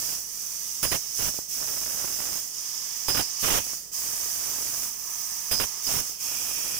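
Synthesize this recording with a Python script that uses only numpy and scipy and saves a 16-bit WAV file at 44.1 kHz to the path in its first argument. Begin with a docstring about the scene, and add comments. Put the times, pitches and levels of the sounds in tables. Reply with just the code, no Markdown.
"""A steady gas hiss, stronger on the right, over a low machine drone: a fibre laser cuts steel sheet, heard close by.
Three holes run the same cycle: the gas sinks as the head lifts and comes back as it hovers, a whine and two cracks
mark the pierce, a blast clears the hole, the gas dips briefly, and the cut runs on with a fine sputter and a few pops.
Hiss, drone and hollow rings are shaped noise; blasts and sputter are random pressure spikes over low noise;
the whine is three roughened harmonics of the laser's pulse rate."""
import sys
import numpy as np
from scipy import signal
from scipy.fft import rfft, irfft
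from scipy.io import wavfile
from scipy.ndimage import uniform_filter1d

SR = 44100
rng = np.random.default_rng(int(sys.argv[2]) if len(sys.argv) > 2 else 0)


def master_out(mix):
    """Clip the mix to full scale and print it as 16-bit PCM to the path in sys.argv[1]."""
    frames = np.transpose(np.atleast_2d(mix))
    ceiling = np.clip(frames, -1, 1)
    pcm = np.round(ceiling * 32767).astype(np.int16)
    wavfile.write(sys.argv[1], SR, pcm)


N = 299439
TIME = np.arange(N) / SR  # s
FREQS = np.fft.rfftfreq(N, 1 / SR)  # Hz

# All table levels are relative: scene() trims each layer into the mix.
# The work cycle, one row a hole: lift_s, pierce_s, blast_start_s, blast_end_s, gas_shut_s, cut_s, blast_db,
# extra_hover_hiss_db, extra_raised_body_db, extra_cut_hiss_db, extra_cut_sputter_db
HOLES = [(0.14, 0.829, 1.189, 1.29, 1.383, 1.482, -33, 0, 0, -0.45, 2.5),
         (2.385, 3.083, 3.434, 3.585, 3.74, 3.914, -22.5, -1.6, 4, 0.25, -1),
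         (4.85, 5.512, 5.873, 6.003, 6.1, 6.19, -30.5, 0.7, -0.6, 0.2, 0.2)]
# Gas and melt in each named stage: settling_s, hiss_db, body_over_hiss_db, bed_ring_db, sputter_db
STAGES = {"lift": (0.16, -49.5, 0.5, -58, -86), "hover": (0.055, -41.1, 1.66, -49.2, -85),
          "pierce": (0.02, -39.8, 3.7, -51, -85), "rest": (0.025, -43.4, 4.3, -50, -85),
          "blast": (0.031, -32.4, 0.3, -53, -60), "ease": (0.01, -40.4, 2.5, -53.5, -57),
          "shut": (0.19, -61.5, 2.5, -79, -130), "cut": (0.013, -37.6, 1.1, -51, -51.5)}
# Two cracks of every pierce and the weak roar between them: delay_s, length_s, level_db
CRACKS = [(0, 0.027, -24), (0.034, 0.048, -41), (0.087, 0.043, -24.5)]
# Crack outside that pattern: start_s, length_s, level_db
STRAY_CRACKS = [(3.146, 0.016, -28.5)]
# Bursts of the pulsed beam: start_s, length_s, whine_db, overtones_db
WHINES = [(0.829, 0.11, -35.5, -28.5), (3.082, 0.18, -30.8, -34), (5.513, 0.125, -30, -31.5),
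          (5.866, 0.02, -34, -44)]
# Single pops of the melt: start_s, peak_db, width_s
POPS = [(1.343, -25.5, 0.00088), (1.3889, -16.5, 0.0012), (1.629, -21, 0.00069), (2.044, -18.5, 0.00077),
        (2.204, -16, 0.00051), (3.670, -26, 0.00061), (3.734, -24, .0007), (6.096, -30, .0012)]
# Hollow singing of gas in the kerf: start_s, end_s, level_db
KERF = [(3.47, 3.66, -43), (6.2, 6.9, -44)]
# Resonances of the kerf: centre_hz, width_hz, level_db
KERF_MODES = [(2470, 330, 1), (2760, 410, -7), (3250, 340, -3)]
# How strongly the jet stirs the hollow bed as the head moves along: time_s, level_db
BED = [(0, -6.5), (2.2, -7), (2.8, -2), (4.1, 2.1), (6.79, 1.2)]
# Resonances of the bed under the sheet: centre_hz, width_hz, level_db
BED_MODES = [(737, 62, -3.5), (910, 78, 1.5), (1068, 51, 2.5), (1220, 110, 1.5), (1735, 34, -2.5),
             (2120, 1300, -6)]
# Colour of the jet on either side: freq_hz, left_db_per_hz, right_db_per_hz
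HISS = [(500, -39.5, -27), (1980, -24.5, -22.5), (3130, -20, -18), (3860, -21.5, -21.5), (4307, -23, -15.5),
        (5200, -14, -0.84), (6070, -15, 1), (7080, -9.5, -5.5), (8350, -7, -12), (9900, -12.5, -11),
        (12400, -14.5, -8), (13800, -19.5, -10.5), (14920, -12, 0.5), (15570, -23, -16)]
# Peaks and hollows that head and sheet give the hiss: centre_hz, width_hz, level_db
HISS_PEAKS = [(3920, 350, -1.5), (5350, 120, 1.5), (5610, 290, -2.5), (5790, 120, 3), (6080, 100, 2),
              (7700, 280, -2.5), (10050, 240, 4), (10750, 400, -1), (15800, 260, 5)]
# Colour of the machine drone: freq_hz, level_db_per_hz
DRONE = [(20, -10), (45, -4), (90, -2), (180, 2), (290, -6), (410, -2), (650, -7), (1050, -11.5),
         (1450, -17), (3000, -36), (6000, -23)]
# Wavering hum lines of the machine: pitch_hz, rms_db
HUM = [(47, -62.5), (419, -71.5), (1960, -70.5)]

LIFT_S, PIERCE_S = 0.13, 0.145  # length of the lift and of the pierce
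BLAST_LEAD_S = 0.049  # the gas builds up before the blast
MELT_LAG_S = 0.02  # added to the settling time of the melt
# a harder blast hisses louder and thinner (shares in dB per dB above the usual blast)
USUAL_BLAST_DB, BLAST_HISS_SHARE, BLAST_BODY_SHARE = -28.5, 0.33, -0.17
PULSE_HZ = 5000  # pulse rate of the beam, the pitch of the whine
WHINE_FADE_DB_PER_S, OVERTONE_FADE_DB_PER_S = 47, 60
THIRD_DB = -3  # third harmonic against the second
BODY_TOP_HZ = 7400  # splits the hiss into body and top
EDGE_HZ = 15790  # upper band limit of the recorder


def amp(db):
    """Decibels to gain."""
    return 10 ** (np.asarray(db) / 20)


def unit(x):
    """Scales to rms 1, over both sides together."""
    return x / np.sqrt(np.mean(abs(x) ** 2) + 1e-20)


def read(hz, values, at=FREQS):
    """Joins spectrum points by straight lines on a log-frequency axis."""
    return np.interp(np.log(at + 1), np.log(np.asarray(hz) + 1), values)


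def noise(gain):
    """Noise of the given spectrum, unrelated on the two sides."""
    white = rng.standard_normal((2, N))
    return unit(irfft(rfft(white) * gain, N))


def wobble(rate_hz):
    """Smooth random drift on each side, up to about the given rate."""
    return noise(1 / (1 + (FREQS / rate_hz) ** 4))


def since(start):
    """Seconds gone by since a moment, zero before it."""
    return np.maximum(TIME - start, 0)


def fade_in(start, edge):
    """Straight ramp from 0 to 1, centred on the start."""
    return np.clip((TIME - start) / edge + .5, 0, 1)


def gate(start, end, edge):
    """Opens and shuts with soft edges."""
    return fade_in(start, edge) * np.clip((end - TIME) / edge + .5, 0, 1)


def bursts(rows, attack, release):
    """Level of bursts (start_s, length_s, level_db): each starts hard, holds and dies quickly."""
    return sum(amp(db) * fade_in(start, attack) * np.exp(-since(start + length) / release)
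               for start, length, db in rows)


def resonances(modes):
    """Spectrum of a few resonances, each a bell-shaped peak."""
    return sum(amp(db) / (1 + ((FREQS - hz) / (width / 2)) ** 2) for hz, width, db in modes)


def to_right(left_db):
    """Gains of a source that is weaker on the left."""
    return amp([[left_db], [0]])


def recoil(x, corner_hz):
    """A high-pass: each push of pressure is followed by a slow shallow suction."""
    b, a = signal.butter(1, corner_hz, "high", fs=SR)
    return signal.lfilter(b, a, x)


def spikes(per_s, spread_db, width, corner_hz):
    """Random one-sided pressure spikes of very unequal size, at per_s for each of three widths (s)."""
    x = np.zeros((2, N))
    for span in (width / 2, width, width * 2):
        struck = rng.random((2, N)) < per_s / SR
        size = amp(spread_db * np.minimum(rng.standard_normal((2, N)), 2)) * struck
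        u = np.arange(-64, 65) / (span * SR)  # time in spike widths
        shape = unit(np.cos(np.pi * np.clip(u, -.5, .5)) ** 2)
        x += signal.oaconvolve(size, shape[None], "same")
    return unit(recoil(x - x.mean(), corner_hz))


def machine(drone_db, hum_db):
    """Extraction fan and drives: a low drone of shaped noise with faint wavering lines."""
    drone = noise(amp(read(*np.transpose(DRONE))))
    drone = unit(drone + .5 * drone[::-1])  # each side shares some of the other
    hum = sum(amp(db) * unit(np.sin(2 * np.pi * hz * TIME + wobble(rate_hz=4.8))) for hz, db in HUM)
    return amp(drone_db) * drone * to_right(left_db=-3.0) + amp(hum_db) * hum


def cavity(level, modes, left_db):
    """Gas blown through a hollow rings in a few broad resonances."""
    return level * noise(resonances(modes)) * to_right(left_db)


def bed_ring(stir):
    """The jet stirs the hollow bed under the sheet, following the gas and the place of the head."""
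    place = amp(np.interp(TIME, *np.transpose(BED)))
    return cavity(stir * place, BED_MODES, left_db=-3.5)


def kerf_ring():
    """Gas sings hollowly in the kerf, swelling in and out softly."""
    level = sum(amp(db) * gate(start, end, edge=0.19) for start, end, db in KERF)
    return cavity(level, KERF_MODES, left_db=-3.0)


def work_cycle():
    """Gains of hiss, body, bed and sputter: a cut is under way at first, then each stage settles to its levels."""
    levels = np.array(STAGES["cut"][1:])[:, None] * np.ones(N)
    lag = np.array([0, 0, 0, MELT_LAG_S])[:, None]
    for lift, pierce, blast, blast_end, shut, cut, blast_db, hover_db, body_db, cut_db, melt_db in HOLES:
        push_db = blast_db - USUAL_BLAST_DB
        # stage, start_s, extra hiss, body and sputter in dB
        for stage, start, more_hiss, more_body, more_melt in [
                ("lift", lift, 0, body_db / 2, 0),
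                ("hover", lift + LIFT_S, hover_db, body_db, 0),
                ("pierce", pierce, 0, body_db / 2, 0),
                ("rest", pierce + PIERCE_S, 0, body_db / 2, 0),
                ("blast", blast - BLAST_LEAD_S, BLAST_HISS_SHARE * push_db, BLAST_BODY_SHARE * push_db, 0),
                ("ease", blast_end, 0, 0, 0),
                ("shut", shut, 0, 0, 0),
                ("cut", cut, cut_db, 0, melt_db)]:
            settle, hiss, body, bed, melt = STAGES[stage]
            goal = np.array([hiss + more_hiss, body + more_body, bed, melt + more_melt])[:, None]
            levels = goal + (levels - goal) * np.exp(-since(start) / (settle + lag))
    return amp(levels)


def cracks():
    """Lists the cracks of all pierces: start_s, length_s, level_db."""
    pierced = [(pierce + delay, length, db) for _, pierce, *_ in HOLES for delay, length, db in CRACKS]
    return pierced + STRAY_CRACKS


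def jet_noise(patchy_db, flicker_db, likeness):
    """Turbulent hiss whose colour drifts in smooth random patches of pitch and time."""
    frames, hz = N // 512 + 5, np.fft.rfftfreq(2048, 1 / SR)
    shape = (2, frames, len(hz))
    z = rng.standard_normal(shape) + 1j * rng.standard_normal(shape)
    likeness = np.clip(likeness, 0, 1)  # how alike the two sides are
    z[0] = likeness * z[1] + np.sqrt(1 - likeness ** 2) * z[0]
    patches = uniform_filter1d(rng.standard_normal(shape), size=36, axis=1)  # smooth in time
    patches = unit(uniform_filter1d(patches, size=3, axis=2))  # and in frequency
    points, left, right = np.transpose(HISS)
    colour_db = np.array([read(points, left, hz), read(points, right, hz)])[:, None]
    peaks_db = sum(db / (1 + ((hz - centre) / (width / 2)) ** 2) for centre, width, db in HISS_PEAKS)
    z = z * amp(colour_db + peaks_db + patchy_db * patches)
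    x = signal.istft(z.swapaxes(1, 2), nperseg=2048, noverlap=1536)[1][:, :N]
    return unit(x * amp(flicker_db * wobble(rate_hz=180)))


def gas_jet(flow, body, level_db, body_db, flare_db, flare_body_db, flash_db, flash_s):
    """The hiss follows the gas flow and flares with each crack; its top flashes as each beam burst strikes."""
    flare = bursts(cracks(), attack=0.006, release=0.016)
    strikes = [(start, 0, overtone_db + flash_db) for start, _, _, overtone_db in WHINES]
    flash = bursts(strikes, attack=0.003, release=flash_s)
    hiss = jet_noise(patchy_db=2.5, flicker_db=0.45, likeness=0.11)
    low = irfft(rfft(hiss) / (1 + (FREQS / BODY_TOP_HZ) ** 12), N)
    top_level = np.hypot(flow, amp(flare_db) * flare + flash)
    body_level = np.hypot(flow * body * amp(body_db), amp(flare_body_db) * flare)
    return amp(level_db) * (top_level * (hiss - low) + body_level * low)


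def sputter(melt, level_db, rumble_db, puffy_db):
    """While the beam travels, the melt spits in uneven puffs of separate small spikes over a soft flutter."""
    puffs = unit(amp(puffy_db * wobble(rate_hz=12)))
    spits = spikes(per_s=450, spread_db=6.5, width=0.00032, corner_hz=45) * to_right(left_db=-26)
    flutter = amp(rumble_db) * noise(resonances([(50, 140, 0)])) * to_right(left_db=-20)
    return amp(level_db) * melt * puffs * (spits + flutter)


def pops(level_db):
    """Larger drops of melt burst one by one, each a single rounded push of pressure."""
    x = sum(amp(db) * np.sin(np.pi * np.clip((TIME - start) / width, 0, 1)) ** 2 for start, db, width in POPS)
    return amp(level_db) * recoil(x, corner_hz=90) * to_right(left_db=-50)


def blasts(level_db, ring_db, rumble_db, release, lumpy_db):
    """Gas breaks through the melt: spikes crowd into a lumpy roar with a low rumble and a ring of the fresh hole."""
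    clearing = [(start, end - start, db) for _, _, start, end, _, _, db, *_ in HOLES]
    swell = bursts(cracks(), attack=0.0045, release=release) + bursts(clearing, attack=0.026, release=0.013)
    lumps = unit(amp(lumpy_db * wobble(rate_hz=52)))
    crowd = spikes(per_s=2500, spread_db=3.5, width=0.00037, corner_hz=151) * to_right(left_db=-18)
    ring = amp(ring_db) * noise(resonances([(2920, 1100, 0)])) * to_right(left_db=-18)
    # the rumble differs less than the roar between weak and hard blasts
    rumble_level = amp(rumble_db) * np.tanh(swell / amp(-30))
    rumble = rumble_level * noise(resonances([(49.6, 280, 0)])) * to_right(left_db=-9.5)
    roar = amp(level_db) * swell * crowd
    return lumps * (roar + rumble) + amp(level_db) * swell * ring


def pierce_whine(level_db, rough, rasp_db, between_db):
    """Each laser pulse puffs off vapour: a fading whine, brightest in the cracks, scattered by the turbulent jet."""
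    first, overtones, tones = np.zeros(N), np.zeros(N), np.zeros((2, N))
    for start, length, whine_db, overtone_db in WHINES:
        beam = gate(start, start + length, edge=.008)
        first += beam * amp(whine_db - WHINE_FADE_DB_PER_S * since(start))
        overtones += beam * amp(overtone_db - OVERTONE_FADE_DB_PER_S * since(start))
    cracking = bursts(cracks(), attack=0.004, release=0.0094)
    overtones *= np.maximum(cracking / cracking.max(), amp(between_db))
    for k, level in enumerate([first, overtones, overtones * amp(THIRD_DB)], start=1):
        scatter = 1 + rough * (wobble(rate_hz=260) + 1j * wobble(rate_hz=130))
        harmonic = np.exp(2j * np.pi * k * PULSE_HZ * TIME)
        tones += level * unit((scatter * harmonic).real)
    # uneven puffs also ring a broad band just above the pulse rate
    rasp = amp(rasp_db) * first * noise(resonances([(5220, 550, 0)]))
    return amp(level_db) * (tones + rasp) * to_right(left_db=-16.0)


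def scene():
    """Mixes all sources, left and right."""
    flow, body, stir, melt = work_cycle()
    background = machine(drone_db=-58.5, hum_db=-2.5) + bed_ring(stir) + kerf_ring()
    jet = gas_jet(flow, body, level_db=9.0, body_db=-1.0, flare_db=-11.3, flare_body_db=-19,
                  flash_db=-4, flash_s=0.017)
    cutting = sputter(melt, level_db=9.0, rumble_db=-12.5, puffy_db=0.9) + pops(level_db=-1.5)
    piercing = blasts(level_db=-2, ring_db=-7.5, rumble_db=-33, release=0.0081, lumpy_db=2)
    whine = pierce_whine(level_db=5.4, rough=0.55, rasp_db=-0.7, between_db=-9)
    return background + jet + cutting + piercing + whine


def record(dry):
    """The microphone rounds off the hardest peaks; then the recorder's steep band limit."""
    ceiling = .4  # full scale is 1
    rounded = ceiling * np.tanh(dry / ceiling)
    band_limit = signal.firwin(511, EDGE_HZ, window=("kaiser", 9), fs=SR)
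    return signal.oaconvolve(rounded, band_limit[None], "same")


dry = scene()
out = record(dry)
master_out(out)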